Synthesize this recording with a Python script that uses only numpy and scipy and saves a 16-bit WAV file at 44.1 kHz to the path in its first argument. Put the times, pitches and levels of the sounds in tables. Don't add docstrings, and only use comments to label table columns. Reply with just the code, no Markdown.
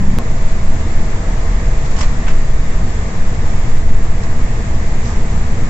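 import sys
import numpy as np
from scipy import signal
from scipy.fft import rfft, irfft, next_fast_len
from scipy.io import wavfile
from scipy.ndimage import uniform_filter1d, map_coordinates

SR = 44100
rng = np.random.default_rng(int(sys.argv[2]) if len(sys.argv) > 2 else 0)


def boost_factor(decibels):
    exponent = np.asarray(decibels, float) / 20
    return 10 ** exponent


def output_pcm(signal):
    pcm = np.clip(np.atleast_2d(signal).T, -1, 1) * 32767
    wavfile.write(sys.argv[1], SR, np.round(pcm).astype(np.int16))


N = 251061


def unit(x):
    return x / np.sqrt(np.mean(x ** 2) + 1e-20)


def along(points, hz):
    f, v = np.transpose(points)
    return np.interp(np.log(hz + 1), np.log(f + 1), v)


def curves(rows):
    s, *cols = np.transpose(rows)
    return [np.interp(np.arange(N) / SR, s, c) for c in cols]


def wobble(knots_per_s):
    knots = rng.standard_normal(int(N * 60 / SR) + 4)
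    return map_coordinates(knots, [np.arange(N) * knots_per_s / SR])


def filtered(x, response):
    m = next_fast_len(N + SR // 2)
    hz = np.fft.rfftfreq(m, 1 / SR)
    return irfft(rfft(x, m) * response(hz), m)[..., :N]


# frequency in Hz, side over mid in dB.
STEREO_WIDTH = [(30, -31), (60, -28), (100, -23.5), (180, -17), (300, -9.5), (510, -8), (880, -2.5),
                (1400, .5), (2500, -.7), (5000, 0)]


def rush(spectrum, patchy_db):
    z = signal.stft(rng.standard_normal((2, N)), nperseg=512)[2]
    field = rng.standard_normal(z.shape[1:])
    field = uniform_filter1d(field, size=6, axis=0)
    field = uniform_filter1d(field, size=12, axis=1)
    pair = signal.istft(z * boost_factor(patchy_db * unit(field)), nperseg=512)[1][:, :N]

    def mid_side_gain(hz):
        angle = np.arctan(boost_factor(np.minimum(along(STEREO_WIDTH, hz), 1)))
        return boost_factor(along(spectrum, hz)) * [np.cos(angle), np.sin(angle)]

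    mid, side = filtered(pair, mid_side_gain)
    return unit(np.array([mid + side, mid - side]))


def tone(hz, db, waver_db, drift_rad):
    phase = 2 * np.pi * np.cumsum(hz * np.ones(N)) / SR
    phase = phase + drift_rad * wobble(5) + rng.uniform(0, 2 * np.pi)
    apart = np.arctan(boost_factor(along(STEREO_WIDTH, np.mean(hz)))) * np.tanh(wobble(1.5))
    level = boost_factor(db + waver_db * wobble(6))
    return np.sqrt(2) * level * np.sin([phase + apart, phase - apart])


def even(swing):
    power = uniform_filter1d(swing[0] ** 2, size=12000)
    return unit(swing / np.sqrt(power + .15))


# frequency in Hz, relative level in dB per Hz.
SWAY_SPECTRUM = [(3, -40), (6, -3), (8.5, 0), (10.5, -5), (13, -30), (25, -120)]
BOUNCE_SPECTRUM = [(4, -120), (9, -30), (11.5, -2), (14, 0), (17, -8), (21, -5), (24, -12), (29, -35),
                   (60, -120)]
THUD_SPECTRUM = [(10, -120), (20, -30), (25, 0), (33, 0), (45, -5), (55, -15), (70, -40), (130, -120)]
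RUMBLE_SPECTRUM = [(32, -28), (55, -4), (72, -1.5), (85, -4), (119, -7.5), (145, -10), (163, -9.5),
                   (178, -13), (215, -12.5), (245, -13.5), (272, -30), (360, -61), (620, -120)]
# time in seconds, sway in dB, bounce in dB.
SPRING_LEVELS = [(0, -10.5, -17), (.8, -11.5, -12.5), (1.4, -16.5, -20.5), (2.4, -12.5, -8),
                 (2.9, -14, -22), (3.3, -10.5, -21), (3.65, -10, -11), (4, -6, -14.5), (4.65, -14.5, -15.5),
                 (5.3, -14, -19), (5.69, -6.5, -20.5)]
# time in seconds, floor rumble in dB, deep thudding in dB.
HEAVE_LEVELS = [(0, -20.5, -22), (.5, -24.5, -21.5), (1, -23.5, -20.5), (1.5, -22.5, -13), (2, -23, -19),
                (2.5, -23.5, -19.5), (3, -23.5, -20.5), (3.4, -22, -23), (3.7, -20, -21.5),
                (3.85, -25.5, -22), (4.4, -22, -22), (4.8, -23.5, -18.5), (5.3, -22, -20.5),
                (5.69, -21, -22.5)]


def body():
    sway_db, bounce_db = curves(SPRING_LEVELS)
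    rumble_db, thud_db = curves(HEAVE_LEVELS)
    sway = boost_factor(sway_db) * even(rush(SWAY_SPECTRUM, patchy_db=0))
    bounce = boost_factor(bounce_db) * even(rush(BOUNCE_SPECTRUM, patchy_db=0))
    thud = boost_factor(thud_db) * rush(THUD_SPECTRUM, patchy_db=0)
    rumble = boost_factor(rumble_db) * rush(RUMBLE_SPECTRUM, patchy_db=.5)
    return sway + bounce + thud + rumble


# frequency in Hz, relative level in dB per Hz.
ROAR_SPECTRUM = [(160, -34.5), (270, -5), (300, -1), (343, -4), (375, -4), (420, -6.5), (455, -1),
                 (490, -2.5), (535, -9), (590, -5), (666, -6), (706, -6.5), (1220, -8.5), (1400, -13),
                 (1760, -8.5), (2060, -10), (2800, -20), (3640, -44.5), (6160, -120)]
HISS_SPECTRUM = [(1650, -31.5), (2800, -3), (3250, -1), (3520, 0), (4170, -2), (5930, -1.5), (7270, 3),
                 (7900, 1.5), (10300, -35.5), (17400, -120)]
# time in seconds, level about the mean in dB.
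RIDE_SWELL = [(0, -1.5), (.3, -0.7), (1.4, 0.3), (2.3, 0.26), (2.5, -1), (3, 0.2), (3.3, -0.6), (3.68, 0.3),
              (3.84, -2), (4.6, 0), (5.69, -0.15)]
ROAR_DB, HISS_DB = -30, -39


def ride():
    swell_db, = curves(RIDE_SWELL)
    shake_db = 0.14 * wobble(16)
    roar_db = ROAR_DB + swell_db + shake_db
    hiss_db = HISS_DB + swell_db + shake_db + 0.26 * wobble(35)
    return boost_factor(roar_db) * rush(ROAR_SPECTRUM, patchy_db=0.73) + boost_factor(hiss_db) * rush(HISS_SPECTRUM, patchy_db=.5)


SHAFT_HZ = 24.404
SHAFT_ORDERS = [2, 3, 4, 5, 10, 12, 14, 20, 28, 32, 36, 44, 46, 50, 52]
SHAFT_ORDER_DB = [-33, -29.5, -36, -37, -47, -48, -48, -54, -58, -54, -53, -57, -59, -57, -59]
# frequency in Hz, level in dB rms before waver.
LOW_HUMS = [(135, -38), (187, -40), (562, -51)]


def engine():
    orders = [(k * SHAFT_HZ, db) for k, db in zip(SHAFT_ORDERS, SHAFT_ORDER_DB)]
    return sum(tone(hz, db, waver_db=2, drift_rad=.3) for hz, db in orders + LOW_HUMS)


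TOOTH_HZ, SPEEDUP_HZ_PER_S = 216.7, 1.2


def tooth_rate_hz():
    return TOOTH_HZ + SPEEDUP_HZ_PER_S * np.arange(N) / SR


HUM_RATIO, HUM_DB = 1.808, -50
# crest in seconds, time from crest to 1/e in seconds, rise in dB.
WHEEL_HUM_SWELLS = [(2.88, .16, 12), (5.2, .3, 9)]


def wheel_hum():
    t = np.arange(N) / SR
    swell_db = sum(db * np.exp(-((t - s) / half_s) ** 2) for s, half_s, db in WHEEL_HUM_SWELLS)
    return tone(HUM_RATIO * tooth_rate_hz(), HUM_DB + swell_db, waver_db=1, drift_rad=.2)


# end in seconds, level in dB rms, centre in Hz, half width to 1/e in Hz.
LOW_DRONE = (.187, -20.5, 165, 85)


def drone():
    end_s, db, centre_hz, width_hz = LOW_DRONE
    band = filtered(rng.standard_normal(N), lambda hz: np.exp(-((hz - centre_hz) / width_hz) ** 2))
    return boost_factor(db) * unit(band) * (np.arange(N) / SR < end_s)


# time in seconds, step height in dB, recovery time constant in seconds.
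CLICK_STEP = (.18688, -5.5, .03)


def click():
    s, step_db, recovery_s = CLICK_STEP
    t = np.arange(N) / SR - s
    climb = np.exp(-np.abs(t) / 0.0037)
    recovery = -np.exp(-np.abs(t) / recovery_s)
    return boost_factor(step_db) / 2 * np.where(t < 0, climb, recovery)


# multiple of the tooth rate, level at time zero in dB rms, change in dB per second.
GEAR_LINES = [(.5, -36, 0), (1, -41.5, 0), (2, -48, .7), (3, -40.3, -.85)]


def whine():
    t = np.arange(N) / SR
    tooth_hz = tooth_rate_hz()
    gears = sum(tone(k * tooth_hz, db + db_per_s * t, waver_db=.5, drift_rad=.05)
                for k, db, db_per_s in GEAR_LINES)
    return gears * (t > CLICK_STEP[0])


# start in seconds, level in dB, pitch that the spot favours in Hz.
PANEL_BLOWS = [(.187, -24, 1000), (.191, -19.5, 640), (.345, -22.5, 580), (.358, -26, 690),
               (1.913, -29, 800), (1.98, -24, 1050), (2.003, -20, 1000), (2.009, -24, 2100),
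               (2.27, -22, 1450), (2.275, -25, 2400), (2.28, -26, 1700), (2.296, -29, 2900),
               (2.302, -30, 1400)]
# frequency in Hz, relative level in dB, 60 dB decay time in seconds.
PANEL_MODES = [(530, 0, .07), (600, -1, .07), (700, -1, .07), (890, -1, .06), (1060, 0, .065),
               (1310, -1, .05), (1530, -1, .06), (2050, -1, .07), (2300, -3, .06), (2650, -3, .07),
               (2970, -1, .07)]
KNOCK_RISE_S = .006
SPOT_OCTAVES = .35


def knocks():
    t = np.arange(N) / SR
    out = np.zeros(N)
    for s, db, spot_hz in PANEL_BLOWS:
        u = np.maximum(t - s, 0)
        ring = np.zeros(N)
        for hz, mode_db, t60_s in PANEL_MODES:
            spot_db = -6 * (np.log2(hz / spot_hz) / SPOT_OCTAVES) ** 2
            level_db = mode_db + spot_db + rng.normal(0, 2) - 60 * u / t60_s
            ring += boost_factor(level_db) * np.sin(2 * np.pi * hz * u)
        out += boost_factor(db) * ring * (1 - np.exp(-u / KNOCK_RISE_S))
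    return out


def burst(s, rise_s, fall_s, pan_db):
    t = np.arange(N) / SR - s
    envelope = np.where(t < 0, np.exp(-(t / rise_s) ** 2), np.exp(-np.abs(t) / fall_s))
    return envelope * boost_factor([[pan_db / 2], [-pan_db / 2]])


# crest in seconds, fall in seconds, low part in dB, high part in dB, left over right in dB.
SCUFFS = [(1.858, .027, -38, -34, 4.5), (1.916, .014, -42, -38, -16), (1.968, .018, -35, -33, -11),
          (1.987, .018, -33, -27, 2), (1.998, .016, -34, -26.5, 0), (2.015, .017, -27.5, -23, -5.5),
          (2.035, .03, -33, -31, -5), (2.276, .024, -27, -46, 0), (2.287, .035, -37, -34, 0),
          (3.346, .01, -45, -40, -13), (4.236, .011, -56, -33, -5), (5.074, .07, -41, -33, -7.5)]
# frequency in Hz, relative level in dB per Hz.
SCUFF_LOW_SPECTRUM = [(150, -90), (350, -25), (650, -2), (1150, 0), (1700, -5), (2200, -4), (3200, -8),
                      (4500, -25), (9000, -90)]
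SCUFF_HIGH_SPECTRUM = [(1000, -90), (2500, -18), (4000, -3), (5500, 0), (6800, -1), (7900, -2)]
RISE_SHARE = .4


def rustles():
    grain = boost_factor(2.8 * map_coordinates(rng.standard_normal(N // 50), [np.arange(N) / 70]))
    low = rush(SCUFF_LOW_SPECTRUM, patchy_db=1.5)
    high = rush(SCUFF_HIGH_SPECTRUM, patchy_db=1.5)
    out = np.zeros((2, N))
    for s, fall_s, low_db, high_db, pan_db in SCUFFS:
        out += burst(s, RISE_SHARE * fall_s, fall_s, pan_db) * (boost_factor(low_db) * low + boost_factor(high_db) * high)
    return unit(grain) * out


def scene():
    return body() + ride() + engine() + wheel_hum() + drone() + whine() + knocks() + rustles()


def low_pass(x):
    return signal.sosfilt(signal.butter(12, 15700, fs=SR, output="sos"), x)


# frequency in Hz, left over right in dB.
PORT_LEAN = [(30, 0), (100, 0), (180, 1.5), (300, 1.5), (510, -1), (880, 0), (1500, -.5), (4400, 0),
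             (7500, 1.5)]
TOP_HZ = 7833
FLOOR_DB = -79.5


def record(dry):
    x = filtered(dry, lambda hz: boost_factor(along(PORT_LEAN, hz) / 2 * np.array([[1], [-1]])))
    x = x / (1 + np.abs(x / 1.02) ** 12) ** (1 / 12)
    x = filtered(x, lambda hz: 1 / (1 + (hz / TOP_HZ) ** 90))
    hiss = boost_factor(FLOOR_DB) * rng.standard_normal(x.shape)
    mix = np.clip(x + click() + hiss, -1, 1)
    return low_pass(mix)


dry = scene()
out = record(dry)
output_pcm(out)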